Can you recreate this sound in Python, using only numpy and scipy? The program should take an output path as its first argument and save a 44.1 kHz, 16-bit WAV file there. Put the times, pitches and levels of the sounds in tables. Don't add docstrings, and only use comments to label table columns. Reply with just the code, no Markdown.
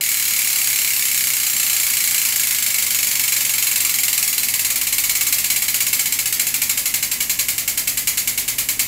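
import sys
import numpy as np
from scipy import signal
from scipy.fft import rfft, irfft
from scipy.io import wavfile

SR = 44100
rng = np.random.default_rng(int(sys.argv[2]) if len(sys.argv) > 2 else 0)


def put_to_file(sound):
    columns = np.atleast_2d(sound).T
    safe = np.clip(columns, -1, 1)
    whole_steps = np.round(safe * 32767)
    wavfile.write(sys.argv[1], SR, whole_steps.astype(np.int16))


N = 391166

# (frequency [Hz], level per Hz [dB])
BLOW_COLOUR = [(20, -70), (150, -45), (450, -11), (800, -9.5), (1250, -9.5), (1500, -8.5), (1750, -3),
               (2400, -1), (3300, -1.5), (9000, -1), (14500, 0), (15400, -3)]
# (centre [Hz], width [Hz], rise [dB])
BODY_RESONANCES = [(2190, 380, 8), (2750, 500, 2), (4100, 220, 3.5), (4700, 600, 2.5), (5560, 260, 3),
                   (6400, 240, 6), (6780, 220, 7), (7490, 480, 9), (8200, 400, 5.5), (9970, 520, 4),
                   (10600, 550, 4), (11300, 450, 3.5), (12480, 600, 4), (13500, 850, 5.5), (14400, 420, 3),
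                   (15000, 200, 3)]


def undb(db):
    return 10 ** (np.asarray(db) / 20)


def unit(x):
    return x / np.sqrt(np.sum(x ** 2))


def fade(t, t60):
    return np.exp(-np.log(1000) * t / t60)


def high_pass(x, hz):
    return signal.sosfilt(signal.butter(2, hz, "high", fs=SR, output="sos"), x)


def noise(colour, size, resonances=()):
    hz, db = np.transpose(colour)
    f = np.maximum(np.fft.rfftfreq(size, 1 / SR), 1)
    level_db = np.interp(np.log(f), np.log(hz), db)
    for centre, width, rise in resonances:
        level_db = level_db + rise * .5 ** ((2 * (f - centre) / width) ** 2)
    y = irfft(rfft(rng.standard_normal(size)) * undb(level_db), size)
    return y / np.std(y)


def walk(rate):
    t = np.arange(N) / SR * rate
    knots = rng.standard_normal(int(t[-1]) + 2)
    return np.interp(t, np.arange(len(knots)), knots)


def room_tone(air_db=-46.0, rise_db=5, drone_hz=43.0, drone_db=-3, waver_db=1, hum_rise_db=4):
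    # (frequency [Hz], level per Hz [dB])
    air_colour = [(10, -35), (31, -11), (58, -1), (80, -4.5), (160, -4), (200, -1.5), (275, -1), (330, -8),
                  (600, -12), (1500, -17), (15000, -40)]
    # (frequency [Hz], rms level [dB])
    hum_tones = [(119.8, -51), (241, -61), (393, -63.5)]
    # (time [s], rms level [dB])
    drone_levels = [(0.3, -57), (0.46, -61), (4.02, -62), (4.98, -46), (5.62, -54), (8.75, -46)]

    t = np.arange(N) / SR
    growth = t / t[-1] - .5
    air = noise(air_colour, N) * undb(air_db + rise_db * growth)
    hum = np.zeros(N)
    for hz, db in hum_tones:
        gain = undb(db + hum_rise_db * growth + waver_db * walk(7))
        hum += gain * np.sin(2 * np.pi * (hz * t + rng.random()))
    drone_gain = undb(drone_db + np.interp(t, *np.transpose(drone_levels)))
    drone = drone_gain * np.sin(2 * np.pi * drone_hz * t + 1.1 * walk(5))
    return air + np.sqrt(2) * (hum + drone)


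def ripple(turn, table):
    return sum(depth * np.cos(2 * np.pi * (cycles * turn + offset)) for cycles, depth, offset in table)


def coast():
    gap_ripple = [(1, .004184, .6438), (2, .006973, .7444)]
    teeth_per_turn = 40
    s, rate = .0098, 38.0336
    friction, grease_drag, air_drag = 1.487, .0640252, .00115479
    heavy_pull, heavy_turn = 1.67473, .093056

    teeth = []
    while s < N / SR and rate > 0:
        turn = len(teeth) / teeth_per_turn
        teeth.append((s, rate, turn))
        gap = (1 + ripple(turn, gap_ripple)) / rate
        drag = friction + grease_drag * rate + air_drag * rate ** 2
        braking = drag + heavy_pull * np.cos(2 * np.pi * (turn + heavy_turn))
        s, rate = s + gap, rate - braking * gap
    return np.transpose(teeth)


def pawl_drops(spread_s=.0005, spread_pitch=.05, runout=.22, runout_turn=.54, scatter=.08,
               first_db=1.0, uneven_db=1.5, count=4):
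    # (cycles per turn, depth [dB], offset [cycles])
    force_ripple = [(1, .25, .36), (12, .65, -.02)]
    blow_db, full_drop_rate, weaken_db_per_rate, blow_scatter_db = -15.0, 14.8, .13, 0.58

    s, rate, turn = coast()
    shape = (len(s), count)
    spread = spread_s + spread_pitch / rate
    spread = spread * (1 + runout * np.cos(2 * np.pi * (turn + runout_turn)))
    first = np.arange(count) == 0
    place = np.abs(np.linspace(0, 1, count) + scatter * rng.standard_normal(shape) * ~first)
    times = s[:, None] + spread[:, None] * place

    force = undb(uneven_db * rng.standard_normal(shape) + first_db * first)
    cluster_db = blow_db - weaken_db_per_rate * np.maximum(rate - full_drop_rate, 0)
    cluster_db = cluster_db + ripple(turn, force_ripple) + blow_scatter_db * rng.standard_normal(len(s))
    sizes = force * (undb(cluster_db) / np.linalg.norm(force, axis=1))[:, None]
    return times, sizes


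def room_tail(t, t60=0.4, build_s=0.0033, wall_s=.016, wall_db=-9, wall_t60=0.083, wall_hz=5000):
    diffuse = noise(BLOW_COLOUR, len(t), BODY_RESONANCES) * fade(t, t60) * (1 - np.exp(-t / build_s))
    bright = high_pass(noise(BLOW_COLOUR, len(t), BODY_RESONANCES), wall_hz)
    wall = bright * (t > wall_s) * fade(np.abs(t - wall_s), wall_t60)
    return unit(unit(diffuse) + undb(wall_db) * unit(wall))


def hub_ring(t, detune=0.00047):
    # (frequency [Hz], energy level [dB], t60 [s])
    modes = [(1341, -30.5, .15), (2130, -23, .09), (2226, -20, .14), (2372, -26, .12), (4081, -23, .18),
             (4115, -25, .15), (4201, -26.5, .25), (5537, -21, .16), (6765, -18, .12), (6802, -16, .16),
             (7508, -16.5, .11), (8162, -19, .17), (9023, -26, .12), (9972, -26, .1), (10555, -25, .12),
             (12699, -21.5, .16), (13390, -24, .12), (14983, -22, .16)]
    ring = np.zeros(len(t))
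    for hz, db, t60 in modes:
        own_hz = hz * (1 + detune * rng.standard_normal())
        tone = np.sin(2 * np.pi * (own_hz * t + rng.random())) * fade(t, t60)
        ring += undb(db) * unit(tone)
    return ring


def clack(t, snap_db=-5.0, snap_t60=0.033, thin_hz=1300, tick_db=-10, tick_t60=0.0079, tick_hz=3000,
          ring_db=1.5, room_db=0):
    tick = high_pass(noise(BLOW_COLOUR, len(t)) * fade(t, tick_t60), tick_hz)
    snap = high_pass(noise(BLOW_COLOUR, len(t), BODY_RESONANCES) * fade(t, snap_t60), thin_hz)
    direct = undb(tick_db) * unit(tick) + undb(snap_db) * unit(snap)
    return direct + undb(ring_db) * hub_ring(t) + undb(room_db) * room_tail(t)


def freehub(level_db=28.0, common_share=0.38, common_hz=700, lowest_hz=250, count=2):
    t = np.arange(int(.5 * SR)) / SR
    times, sizes = pawl_drops()
    common = clack(t)
    out = np.zeros(N)
    for drops, force in zip(times.T, sizes.T):
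        at = np.clip(drops * SR, 0, N - 1).astype(int)
        for share in rng.dirichlet(np.ones(count), len(at)).T:
            own = high_pass(clack(t), common_hz)
            response = np.sqrt(common_share) * common + np.sqrt(1 - common_share) * own
            blows = np.bincount(at, force * np.sqrt(share), N)
            out += signal.oaconvolve(blows, response)[:N]
    return undb(level_db) * high_pass(out, lowest_hz)


def scene():
    return (freehub() + room_tone())[None]


def record(dry):
    return signal.sosfilt(signal.ellip(12, .1, 80, 15700, fs=SR, output="sos"), dry)


dry = scene()
out = record(dry)
put_to_file(out)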